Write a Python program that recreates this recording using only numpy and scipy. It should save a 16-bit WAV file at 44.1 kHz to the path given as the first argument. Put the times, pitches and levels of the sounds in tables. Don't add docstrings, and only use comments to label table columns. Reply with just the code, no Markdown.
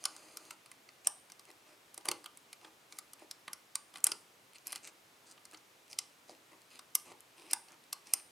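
import sys
import numpy as np
from scipy import signal
from scipy.fft import rfft, irfft, next_fast_len
from scipy.io import wavfile

SR = 44100
rng = np.random.default_rng(int(sys.argv[2]) if len(sys.argv) > 2 else 0)


def wav_out(sig):
    wavfile.write(sys.argv[1], SR, np.round(np.clip(np.atleast_2d(sig).T, -1, 1) * 32767).astype(np.int16))


N = 366455

CONTACT_SPREAD_DB = 2.0
RING_SIZE, LEAD_SIZE = SR // 8, SR // 250


def from_db(db):
    return 10 ** (np.asarray(db) / 20)


def rms_one(x):
    return x / np.sqrt(np.mean(x ** 2) + 1e-20)


def at_hz(points, hz):
    freqs, values = np.transpose(points)
    return np.interp(np.log(np.maximum(hz, 1)), np.log(freqs), values)


def colour(x, spectrum):
    size = next_fast_len(x.shape[-1])
    hz = np.arange(size // 2 + 1) * SR / size
    shaped = rfft(x, size) * from_db(at_hz(spectrum, hz))
    return rms_one(irfft(shaped, size)[..., :x.shape[-1]])


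def band(x, low_hz, high_hz):
    sos = signal.butter(2, [low_hz, high_hz], "band", fs=SR, output="sos")
    return signal.sosfilt(sos, x)


def add(track, start_s, sound):
    start = int(np.clip(round(start_s * SR), 0, N - 1))
    track[start:start + len(sound)] += sound[:N - start]


def at_level(sound, db):
    energy = np.sum(sound ** 2) + 1e-20
    return sound * from_db(db) * np.sqrt(SR / 100 / energy)


def body(force, modes, spread_db):
    out = 0
    for pitch_hz, width_hz, level_db in modes:
        r = np.exp(-np.pi * width_hz / SR)
        gain = (1 - r * r) / 2
        feedback = [1, -2 * r * np.cos(2 * np.pi * pitch_hz / SR), r * r]
        ring = signal.lfilter([gain, 0, -gain], feedback, force + 1e-18)
        sign = rng.choice([-1, 1])
        out = out + sign * from_db(level_db + spread_db * rng.standard_normal()) * ring
    return out


def contact(chatter_db, chatter_t60, creep_db, creep_t60):
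    t = (np.arange(RING_SIZE) - LEAD_SIZE) / SR
    creep = (t < 0) * from_db(-60 * np.abs(t) / creep_t60)
    chatter = (t >= 0) * from_db(-60 * np.abs(t) / chatter_t60)
    swell = from_db(creep_db) * creep / np.linalg.norm(creep)
    swell += from_db(chatter_db) * chatter / np.linalg.norm(chatter)
    crack = (t > 0) * from_db(-60 * np.abs(t) / 0.0029) * rng.standard_normal(RING_SIZE)
    first_touch = (t == 0) / 2
    return first_touch + crack / np.linalg.norm(crack) + swell * rng.standard_normal(RING_SIZE)


# pitch_hz, relative level_db (per Hz)
AIR_SPECTRUM = [(15, -55), (25, -28.5), (123, -2.5), (223, -3.5), (285, 0.5), (363, 0.5), (545, 0),
                (988, 0.5), (1610, -3), (2410, -3), (3520, -5.5), (4140, -7), (8830, -11.5), (14800, -16),
                (16000, -26)]
# pitch_hz, correlation (1 = the same)
AIR_LIKENESS = [(30, 1), (80, 1), (300, .9), (900, 0.09), (3000, 0.38), (9000, 0.99)]
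AIR_DB = -63.5


def air():
    hz = np.arange(N // 2 + 1) * SR / N
    alike = np.clip(at_hz(AIR_LIKENESS, hz), 0, 1)
    mid, side = rfft(rng.standard_normal((2, N)))
    both_sides = np.sqrt(1 + alike) * mid + np.sqrt(1 - alike) * side * [[1], [-1]]
    return from_db(AIR_DB) * colour(irfft(both_sides, N), AIR_SPECTRUM)


# pitch_hz, level_db
ECHO_LEVEL = [(150, -3), (400, -1.5), (1000, -3.5), (2000, -11), (4500, -15.5), (9000, -18.5), (15000, -26)]
# pitch_hz, fade_s
ECHO_FADE = [(150, 0.44), (1000, 0.25), (5000, 0.3), (9000, .39), (15000, 0.27)]


def room(x, side_db, build_s):
    t = np.arange(SR // 2) / SR
    edges = np.geomspace(80, 17000, num=13)
    echo = np.zeros((2, len(t)))
    build_up = 1 - np.exp(-(t / build_s) ** 2)
    for low, high in zip(edges, edges[1:]):
        hz = np.sqrt(low * high)
        mid, side = band(rng.standard_normal((2, len(t))), low, high)
        reflections = mid + from_db(side_db) * side * [[1], [-1]]
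        fade = from_db(-60 * t / at_hz(ECHO_FADE, hz))
        tail = rms_one(reflections * fade * build_up)
        echo += tail * from_db(at_hz(ECHO_LEVEL, hz)) * np.sqrt(2 * (high - low) / SR / len(t))
    return signal.fftconvolve(x[None], echo, axes=1)[:, :N]


def hand_echo(x, delay_s, db):
    t = np.arange(N) / SR
    return from_db(db) * np.interp(t - delay_s, t, x) * np.array([[1], [-1]])


GRAZE_SPREAD_S = 0.043


def stray_ticks(count, db, spread_db):
    out = np.zeros(N)
    for stroke, part, size in rng.random((count, 3)):
        start_s, length_s = STROKES[int(stroke * len(STROKES))][:2]
        tick_s = abs(start_s + part * length_s + GRAZE_SPREAD_S * rng.standard_normal())
        fade = np.exp(-np.arange(RING_SIZE) / (SR / 1000))
        graze = rng.standard_normal(RING_SIZE) * fade
        tick = body(graze, KEYWAY_MODES + PICK_MODES, CONTACT_SPREAD_DB)
        add(out, tick_s, at_level(tick, db + spread_db * size))
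    return out


# start_s (moment of the crack), level_db (rms over 10 ms)
KNOCKS = [(1.977, -55), (2.0864, -41.5), (2.1141, -45.5), (2.6472, -57.5), (3.2225, -54.5), (3.4799, -57.5),
          (4.0701, -58), (4.1187, -49), (6.2953, -53), (7.1175, -54.5), (7.5324, -57), (8.136, -60.5)]
# pitch_hz, width_hz, level_db (before the random spread)
DOOR_MODES = [(118.7, 38, -4.5), (204, 47, -5.5), (296, 28.4, 6), (359.7, 110, 5), (460, 91, 1.5),
              (730, 90, 0.5), (816, 290, 6.5), (970, 100, -6)]


def knocks():
    out = np.zeros(N)
    for start_s, level_db in KNOCKS:
        force = contact(chatter_db=-4.5, chatter_t60=0.018, creep_db=-12.5, creep_t60=0.017)
        thud = band(body(force, DOOR_MODES, CONTACT_SPREAD_DB), 95, 1000)
        add(out, start_s - LEAD_SIZE / SR, at_level(thud, level_db))
    return out


def friction(length_s, per_s, spread_db, hiss_db, edge_s):
    t = np.arange(int((length_s + edge_s) * SR)) / SR
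    slip_db = spread_db * np.minimum(rng.exponential(1, len(t)), 3)
    slips = (rng.random(len(t)) < per_s / SR) * from_db(slip_db)
    grains = rms_one(slips * rng.choice([-1, 1], len(t)))
    glide = from_db(hiss_db) * np.sqrt(t[-1] / edge_s)
    hiss = glide * rng.standard_normal(len(t))
    pressure = np.sin(np.pi / 2 * np.clip(np.minimum(t, t[-1] - t) / edge_s, 0, 1))
    return (grains + hiss) * pressure


# start_s, length_s (without the soft edges),
# scrape_db (rms before easing off), rub_db (low rub against the scrape)
STROKES = [(0, 0.53, -62, -4), (1.052, 0.022, -55.5, -8), (1.479, 0.026, -71, 8.5), (1.67, 0.069, -69.5, 0),
           (2.053, 0.038, -57.5, 3), (2.618, 0.064, -67.5, 1.5), (2.909, 0.075, -67, -6.5),
           (3.195, 0.044, -67.5, 0), (3.938, 0.056, -70, 6), (4.047, 0.056, -52.5, -4.5),
           (4.552, 0.012, -57.5, -18.5), (4.66, 0.12, -56, -10.5), (4.836, 0.059, -55, -10),
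           (5.265, 0.063, -61.5, -10), (5.529, 0.016, -64, 3.5), (5.901, 0.042, -58, -10),
           (6.284, 0.05, -64.5, -1), (6.517, 0.032, -73, 8.5), (6.71, 0.068, -61, -8),
           (7.054, 0.069, -62.5, 0.5), (7.37, .125, -63, -3), (7.503, 0.034, -50.5, -12.5),
           (7.68, 0.065, -67, 0), (8.063, 0.14, -60, -9)]
# pitch_hz, width_hz, level_db (before the random spread)
KEYWAY_MODES = [(2500, 470, 4.5), (4170, 560, 0.5), (4960, 240, 1.5), (5960, 830, -3), (6800, 1600, -2.5),
                (9040, 1500, 0), (10900, 1200, -25)]
# pitch_hz, width_hz, level_db (before the random spread)
GRIP_MODES = [(316.3, 62, 7.5), (480, 220, -2.5), (853, 410, 3), (1236, 240, -1), (1940, 280, -2)]
SCRAPE_HZ = 2600
EASE_DB_PER_S = 3


def scrapes(edge_s):
    out = np.zeros(N)
    blade_modes = [(SCRAPE_HZ, 400, -5)] + KEYWAY_MODES
    for start_s, length_s, scrape_db, rub_db in STROKES:
        fine = friction(length_s, per_s=330, spread_db=6.0, hiss_db=-7.5, edge_s=edge_s)
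        coarse = friction(length_s, per_s=160, spread_db=3.0, hiss_db=-3.0, edge_s=edge_s)
        rasp = band(body(fine, blade_modes, CONTACT_SPREAD_DB), 1800, 12500)
        rub = band(body(coarse, GRIP_MODES, CONTACT_SPREAD_DB), 140, 2800)
        easing_db = -EASE_DB_PER_S * np.arange(len(rasp)) / SR
        stroke = rms_one(rasp) + from_db(rub_db) * rms_one(rub)
        add(out, start_s - edge_s / 2, from_db(scrape_db + easing_db) * stroke)
    return out


# start_s (moment of the crack), level_db (rms over 10 ms, midway between pick and plug),
# weight_db (case against that level: low for a free flick, high for a dull push),
# tip_db (how far the tick of the pick stands above the clack of the plug)
SNAPS = [(.04, -46.5, -7, 1), (0.0546, -33, -6, 0.5), (0.1646, -55, -4, 1), (0.3714, -47, -7, 2),
         (.508, -49, 1.5, 1), (0.6605, -62, 1.5, 0), (.716, -57.5, 1.5, 7), (.8896, -65.5, 8, -15),
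         (1.0717, -28.5, -12.5, 8.5), (1.3, -61.5, 0.5, -2), (1.32, -55, -8.5, -2), (1.395, -58, -6, -1),
         (1.944, -56, -7.5, 8), (1.978, -49, -7.5, 5.5), (2.0552, -48, 1, 8), (2.0867, -33.5, -2, 2),
         (2.1146, -38, -0.5, 0.5), (2.2427, -57.5, 0, 1), (2.2598, -54, 6.5, 4.5), (2.3731, -58.5, -6, 9.5),
         (2.53, -52.5, -1.5, 2.5), (2.6471, -68.5, 13, -13), (2.9241, -55.5, 0, -7),
         (2.9873, -46.5, -4.5, 6), (3.134, -52.5, -8.5, 3.5), (3.3122, -46, -9, -5.5), (3.4799, -54, 9, -1),
         (3.5322, -43.5, -8.5, 3), (3.755, -36, -9.5, 6), (3.9403, -60, 2.5, 1), (3.958, -55, 6, -1),
         (3.972, -56.5, -1, 4), (3.983, -60.5, 0, 4), (4.0423, -30.5, -15, 18.5), (4.0683, -32, -7.5, 10),
         (4.1184, -37.5, -4.5, -4.5), (4.67, -45, -12, 8.5), (4.679, -52, -11, 7), (4.722, -48, -15, 5),
         (4.7281, -44.5, -1, 7), (4.7589, -46, -3.5, 0), (4.874, -55, -2, 1), (5.3783, -75, 14, 0),
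         (5.4535, -56, -6.5, -1), (5.546, -60, 5, -8), (5.5727, -63.5, -16.5, -7), (5.93, -53.5, -2.5, -8),
         (5.9883, -35, -9.5, -3.5), (6.2947, -63.5, -2.5, -11), (6.7925, -54, -1, -1), (6.951, -39, -17, 4),
         (6.9528, -27.5, -13.5, 5), (7.118, -69, 10, -14), (7.206, -63.5, -8, 14), (7.5128, -49, -15, 10),
         (7.533, -30, -9, 7.5), (7.929, -39, -7.5, 1), (8.071, -60, -7, -8), (8.1368, -27.5, -14, 7)]
# pitch_hz, width_hz, level_db (before the random spread)
PICK_MODES = [(7400, 2800, -5.5), (9200, 330, -4), (10500, 1800, -15.5), (11540, 1320, -11),
              (14880, 2000, -14)]
# pitch_hz, width_hz, level_db (same)
PLUG_MODES = [(4030, 430, -5), (4350, 164, -6), (4880, 200, 2), (5870, 830, -7), (7100, 1290, -7.5)]
# pitch_hz, width_hz, level_db (same)
CASE_MODES = [(766, 138, -2.5), (1004, 150, -5.5), (1193, 133, 1.5), (1479, 193, -3.5), (2053, 110, 1.5),
              (2250, 210, -4), (2440, 310, -4.5), (3030, 620, -1.5)]
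PICK_HZ, PICK_SPREAD_OCTAVES = 9250, 0.0278
PLUG_HZ, PLUG_OCTAVES_PER_DB = 4610, -.024
PLUG_EDGE = 0.68
CHATTER_PER_WEIGHT = 0.34


def snaps():
    out = np.zeros(N)
    for start_s, level_db, weight_db, tip_db in SNAPS:
        buzz_db = CHATTER_PER_WEIGHT * weight_db
        on_pick = contact(chatter_db=2.5 + buzz_db, chatter_t60=0.019,
                          creep_db=-7.5 + buzz_db, creep_t60=0.0055)
        on_plug = contact(chatter_db=3.5 + buzz_db, chatter_t60=0.025,
                          creep_db=-5.5 + buzz_db, creep_t60=.016)
        pick_hz = PICK_HZ * 2 ** (PICK_SPREAD_OCTAVES * rng.standard_normal())
        plug_hz = PLUG_HZ * 2 ** (PLUG_OCTAVES_PER_DB * weight_db)
        pick = body(on_pick, [(pick_hz, 1600, 0)] + PICK_MODES, CONTACT_SPREAD_DB)
        plug = body(on_plug, [(plug_hz, 1200, 5)] + PLUG_MODES, CONTACT_SPREAD_DB)
        case = body(on_plug, CASE_MODES, CONTACT_SPREAD_DB)
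        snap = at_level(band(pick, 7300, 13800), level_db + tip_db / 2)
        snap += at_level(band(plug, PLUG_EDGE * plug_hz, 8800), level_db - tip_db / 2)
        snap += at_level(band(case, 640, 4800), level_db + weight_db)
        add(out, start_s - LEAD_SIZE / SR, snap)
    return out


def scene():
    ticks = stray_ticks(count=30, db=-66, spread_db=5.5)
    lock = snaps() + knocks() + scrapes(edge_s=.018) + ticks
    direct = lock * from_db([[-.15], [.15]])
    near = direct + hand_echo(lock, delay_s=.0004, db=-18.5)
    return near + room(lock, side_db=-11.0, build_s=0.002) + air()


CUTOFF_HZ = 16600


def record(dry):
    sos = signal.ellip(10, .1, 80, CUTOFF_HZ, fs=SR, output="sos")
    return signal.sosfilt(sos, dry)


dry = scene()
out = record(dry)
wav_out(out)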